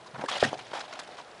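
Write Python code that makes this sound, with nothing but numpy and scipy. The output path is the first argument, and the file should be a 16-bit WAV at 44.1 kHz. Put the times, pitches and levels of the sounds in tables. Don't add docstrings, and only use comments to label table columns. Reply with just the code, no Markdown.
import sys
import numpy as np
from scipy import signal
from scipy.fft import rfft, irfft, next_fast_len
from scipy.io import wavfile
from scipy.ndimage import map_coordinates

SR = 44100
rng = np.random.default_rng(int(sys.argv[2]) if len(sys.argv) > 2 else 0)


def wav_out(sig):
    wavfile.write(sys.argv[1], SR, np.round(np.clip(np.atleast_2d(sig).T, -1, 1) * 32767).astype(np.int16))


def field_ratio(decibels):
    return 10 ** (np.asarray(decibels, dtype=float) / 20)


N = 61739
T = np.arange(N) / SR

# freq_hz, gain_db
ROOM_SPECTRUM = [(25, -4), (70, -13), (115, -12), (250, -11), (450, -5.5), (620, -6.5), (1350, -11.5),
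                 (10800, -33.5)]
# freq_hz, width_hz, gain_db
LENS_MODES = [(4000, 800, 0), (5300, 600, -2)]
# start_s, length_s, level_db, pitch_hz
LOW_THUDS = [(0, 0.11, -60.5, 111), (0.135, 0.078, -47.5, 126), (0.197, 0.02, -46.5, 193),
             (0.275, 0.12, -57, 121), (0.433, 0.017, -39.5, 107), (0.43, 0.018, -43, 159),
             (0.431, 0.02, -31.5, 250), (0.463, 0.034, -41, 121), (0.513, 0.017, -42, 322),
             (0.54, 0.073, -54.5, 129), (0.235, 0.012, -37.5, 398), (0.658, 0.087, -63.5, 117)]
# start_s, length_s, level_db, pitch_hz, rise_hz_per_s
FOAM_SQUEAKS = [(.4402, .0035, -19.5, 1796, 9000), (.4455, .004, -25.5, 1618, 0),
                (.448, 0.0034, -26, 1930, 0), (.435, 0.0052, -26.5, 1630, 0), (.06, 0.0116, -48, 1020, 0),
                (.284, 0.0083, -31, 1100, 0), (.287, .013, -39.5, 2010, 0), (0.26, .007, -40.5, 1700, 0),
                (.352, 0.012, -36, 2900, 0), (.547, 0.0096, -36.5, 693, 0), (.764, 0.0153, -41.5, 920, 0),
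                (.925, 0.011, -47, 2100, -9000), (.998, .005, -48, 3900, 0), (1.184, .016, -50, 1080, 0),
                (.158, .012, -49, 1490, 0), (.594, 0.011, -48, 3000, 0), (.804, .011, -49, 3350, 0),
                (.806, 0.01, -47.5, 5000, 0), (.454, 0.015, -36.5, 619, -7000),
                (.403, 0.0046, -33.5, 3220, 0)]
# freq_hz, gain_db
PAPER_SPECTRUM = [(710, -2), (1200, 2.5), (3360, -3), (3970, -2.5), (5730, -7.5), (7210, -14),
                  (8910, -18.5), (10800, -25), (14100, -58), (22000, -120)]
# start_s, level_db, length_s, brightness_db_per_octave
PAPER_CRINKLES = [(0.061, -51.5, 0.016, 2), (.21, -41.5, 0.0097, -1.5), (.2575, -48, .006, 6),
                  (.284, -38, .02, 4), (0.404, -35, 0.0057, 1), (.441, -29, .011, 1.5),
                  (0.529, -48, .006, 5), (.541, -40.5, 0.0065, -1.5), (.5748, -45.5, 0.0083, 1),
                  (.59, -46, .012, -1), (0.622, -50, 0.0025, 6), (0.6647, -46.5, 0.0055, -3),
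                  (0.713, -46, 0.006, -4), (0.752, -55, 0.024, 10), (0.791, -41.5, 0.0075, 5),
                  (0.803, -38, 0.013, -0.5), (.8945, -55, 0.0054, 4), (.925, -41.5, 0.0092, 0),
                  (0.934, -41.5, 0.0035, 1), (0.952, -49.5, 0.0082, -5), (0.9902, -35.5, 0.0023, 1),
                  (0.9944, -37.5, 0.007, 5.5), (1.033, -50.5, 0.0044, 6), (1.074, -48.5, 0.0041, 4),
                  (1.119, -49, 0.0044, -1), (1.168, -50, 0.0051, 1), (1.18, -48, .02, 0),
                  (1.393, -54.5, 0.0029, -8)]
# start_s, peak_db, pitch_hz, rise_s
SHEET_KNOCKS = [(0.1526, -34, 800, .0008), (0.1948, -24.5, 586, 0.00042), (0.2198, -26, 805, 0.0011),
                (.2393, -16, 580, .0008), (.184, -33, 900, .0008), (0.5305, -15.5, 700, 0.00077),
                (.5888, -30, 750, .0008), (.717, -28, 700, 0.00048), (0.7338, -26.5, 800, 0.00068),
                (.7368, -21.5, 700, .0011), (0.7589, -25.5, 930, 0.0005), (0.7875, -26.5, 710, 0.00068),
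                (.9919, -23, 1300, .0004), (1.2015, -35, 980, .002), (1.0895, -37, 620, .0016),
                (1.033, -37, 650, .0014), (0.3377, -25.5, 900, .0007), (0.2865, -24, 1150, .0007),
                (.228, -31, 700, .0008), (.2465, -31, 800, .0006), (1.1825, -35, 1100, .0006),
                (1.1875, -35, 1100, .0006), (0.3267, -28, 1050, 0.00059), (.7528, -27, 900, .0006),
                (0.7939, -31, 1090, 0.00046), (.805, -28, 1500, 0.00036), (.8402, -33, 900, 0.0007),
                (.929, -33, 1000, 0.00053), (.9405, -36, 800, 0.00074), (.4306, -20, 300, .0025),
                (.4372, -22.5, 420, .0018), (.356, -26, 770, 0.00099), (.368, -21.5, 800, 0.00082)]
# start_s, peak_db, pitch_hz, rise_s
FLAT_DROP = [
    (.4264, -15, 1500, .0005),
    (.4272, -5.5, 560, .0008),
    (.4289, -6.5, 560, .00047),
]
# freq_hz, gain_db
SCRAPE_SPECTRUM = [(300, -49), (1000, -1), (2000, 1.5), (3300, 4.5), (5000, -3), (7500, -11.5),
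                   (11000, -21)]
# freq_hz, width_hz, gain_db
MIDDLE_MODES = [(300, 330, -8.5), (434, 92, -3.5), (620, 250, -1.5), (800, 230, -2.5)]
# freq_hz, width_hz, gain_db
EDGE_MODES = [(700, 320, -5), (973, 292, 0), (1300, 390, -2.5), (1754, 900, -8)]
# start_s, length_s, hiss_db, board_db, edge_share_0_to_1
SHOVES = [(0, 0.16, -65, -59, 0.73), (0.141, 0.026, -60, -40.5, 0.49), (0.18, 0.071, -56.5, -41, 0.66),
          (.281, .021, -36, -37.5, 0.86), (0.307, 0.077, -37, -36, .6), (0.395, 0.037, -36.5, -43, 0.83),
          (.432, .02, -34.5, -31.5, 0.4), (0.457, 0.037, -41, -40.5, 0.34), (.503, .03, -52, -45, .45),
          (.533, .007, -50, -43, .3), (0.587, 0.008, -46, -43, .8), (0.55, 0.022, -58, -59, .4),
          (0.606, 0.13, -54, -52.5, 0.33), (0.73, 0.053, -44, -37.5, 0.78), (0.791, 0.026, -61, -45, 0.67),
          (0.82, 0.042, -51, -46.5, 0.6), (0.876, 0.13, -54.5, -45.5, 0.52), (1, .053, -56.5, -49, .7),
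          (1.062, 0.095, -57, -48, 0.48), (1.168, .041, -52, -48, .6), (1.214, 0.21, -63, -55.5, 0.5)]

ROOM_DB = -51
FRAME_S = 1001 / 30000
TICK_START_S, TICK_LEN_S, TICK_DB = 1.1462, 0.003, -54
GRIP_S, FADE_S = 0.0057, 0.008
TEAR_DB = -4
WALLS_DB, WALLS_DECAY_S = -16.5, 0.14
MIC_LOW_HZ, MIC_TOP_HZ = 84, 10950


def unit(x):
    return x / np.sqrt(np.mean(x ** 2) + 1e-20)


def along(points, hz):
    freq_hz, gain_db = np.transpose(points)
    return field_ratio(np.interp(np.log(hz + 1), np.log(freq_hz + 1), gain_db))


def wobble(rate_hz):
    return map_coordinates(rng.standard_normal(1000), [T * rate_hz], mode="wrap")


def filtered(x, response):
    size = next_fast_len(len(x) + 8192)
    spectrum = rfft(x, size) * response(np.fft.rfftfreq(size, 1 / SR))
    return irfft(spectrum, size)[:len(x)]


def resonant(x, modes):
    def response(hz):
        total = 0
        for k, (center_hz, width_hz, db) in enumerate(modes):
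            damping = 1j * hz * width_hz
            total = total + (-1) ** k * field_ratio(db) * damping / (center_hz ** 2 - hz ** 2 + damping)
        return total
    return filtered(x, response)


def swell(start_s, length_s, attack_s, release_s):
    attack = np.clip((T - start_s) / attack_s, 0, 1)
    return attack * np.exp(-np.clip(T - start_s - length_s, 0, None) / release_s)


def grains(rate_hz, spread_db, smooth):
    chance, size = rng.random(N), rng.exponential(size=N)
    sign_noise, bed = rng.standard_normal((2, N))
    slips = (chance < rate_hz / SR) * field_ratio(spread_db * size) * np.sign(sign_noise)
    return unit(unit(slips) + smooth * bed)


def cells(count, cycles, spread_db):
    at, pitch, size = rng.random((count, 3)).T
    hz, k = 800 * 13 ** pitch[:, None], np.arange(400)
    turns = hz * k / SR
    level = hz * field_ratio(-spread_db * np.log(size[:, None] + 0.0015))
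    ring = level * turns * np.exp(-3 * turns / cycles) * np.sin(2 * np.pi * turns)
    index = (at * N).astype(int)[:, None] + k
    return unit(np.bincount(index.ravel(), ring.ravel(), N + 400)[:N])


def room():
    air = filtered(rng.standard_normal(N), lambda hz: along(ROOM_SPECTRUM, hz))
    return field_ratio(ROOM_DB + 0.46 * wobble(21.5)) * unit(air)


def walls(x):
    t = np.arange(SR // 4) / SR
    tail = rng.standard_normal(len(t)) * field_ratio(-60 * t / WALLS_DECAY_S) * (t > 0.003)
    return signal.fftconvolve(x, tail / np.linalg.norm(tail))[:N]


def lens():
    gate = ((T - TICK_START_S) % FRAME_S < TICK_LEN_S) * field_ratio(1.2 * wobble(25))
    step = resonant(gate * rng.standard_normal(N), LENS_MODES)
    return field_ratio(TICK_DB) * unit(step) * np.sqrt(TICK_LEN_S / FRAME_S)


def thuds():
    out = np.zeros(N)
    for start_s, length_s, db, hz in LOW_THUDS:
        boom = unit(resonant(rng.standard_normal(N), [(hz, 0.24 * hz, 0)]))
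        out += field_ratio(db) * swell(start_s, length_s, 0.003, 0.013) * boom
    return out


def squeaks():
    out = np.zeros(N)
    for start_s, length_s, db, hz, rise_hz_per_s in FOAM_SQUEAKS:
        mean_hz = hz + rise_hz_per_s * np.clip(T - start_s, 0, length_s) / 2
        turns = mean_hz * (T - start_s) + 0.14 * wobble(500)
        level = field_ratio(db + 2.0 + 3.0 * wobble(450)) * swell(start_s, length_s, 0.002, 0.0015)
        out += level * np.sin(2 * np.pi * turns)
    return out


def crinkles():
    out = np.zeros(N)
    snaps = grains(6000, 1.6, 1) + cells(count=4000, cycles=7, spread_db=2.2)
    raw = unit(filtered(snaps, lambda hz: along(PAPER_SPECTRUM, hz)))
    for start_s, db, length_s, tilt_db in PAPER_CRINKLES:
        def response(hz):
            tilt = field_ratio(tilt_db * np.log2((hz + 50) / 4000))
            return tilt / (1 + (900 / (hz + 1)) ** 4)
        burst = raw * swell(start_s, length_s, 0.001, 0.0025)
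        out += field_ratio(db) * filtered(burst, response)
    return out


def knocks():
    out = np.zeros(N)
    for start_s, db, hz, rise_s in SHEET_KNOCKS + FLAT_DROP:
        t = np.clip(T - start_s, 0, None)
        pulse = t / rise_s * np.exp(-(t / rise_s) ** 2 / 2)
        out -= field_ratio(db + 4) * pulse * np.sin(2 * np.pi * hz * t)
    return out + field_ratio(-16) * resonant(out, MIDDLE_MODES)


def slide():
    shapes = np.array([swell(start_s, length_s, GRIP_S, FADE_S) for start_s, length_s, *_ in SHOVES])
    _, _, hiss_db, board_db, share = np.transpose(SHOVES)
    share = np.clip(share, 0, 1)

    foam = grains(6000, 1.8, 1) + field_ratio(TEAR_DB) * cells(count=2500, cycles=14, spread_db=2)
    hiss = unit(filtered(foam, lambda hz: along(SCRAPE_SPECTRUM, hz)))
    hiss = (field_ratio(hiss_db) @ shapes) * hiss

    slips = grains(1400, 1.8, 1)
    middle = (field_ratio(board_db) * (1 - share) @ shapes) * unit(resonant(slips, MIDDLE_MODES))
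    edge = (field_ratio(board_db) * share @ shapes) * unit(resonant(slips, EDGE_MODES))

    hiss_flutter = field_ratio(0.6 * wobble(60) + 0.8 * wobble(200))
    return hiss_flutter * hiss + field_ratio(0.6 * wobble(90)) * (middle + edge)


def scene():
    near = thuds() + squeaks() + crinkles() + knocks() + slide()
    return (room() + lens() + field_ratio(WALLS_DB) * walls(near) + near)[None]


def low_pass(x):
    return signal.sosfilt(signal.butter(12, 10960, fs=SR, output="sos"), x)


def record(dry):
    x = filtered(dry[0], lambda hz: (1j * hz / (MIC_LOW_HZ + 1j * hz)) ** 2)
    x = filtered(x, lambda hz: 1 / (1 + (hz / MIC_TOP_HZ) ** 150))
    return low_pass(x[None])


dry = scene()
out = record(dry)
wav_out(out)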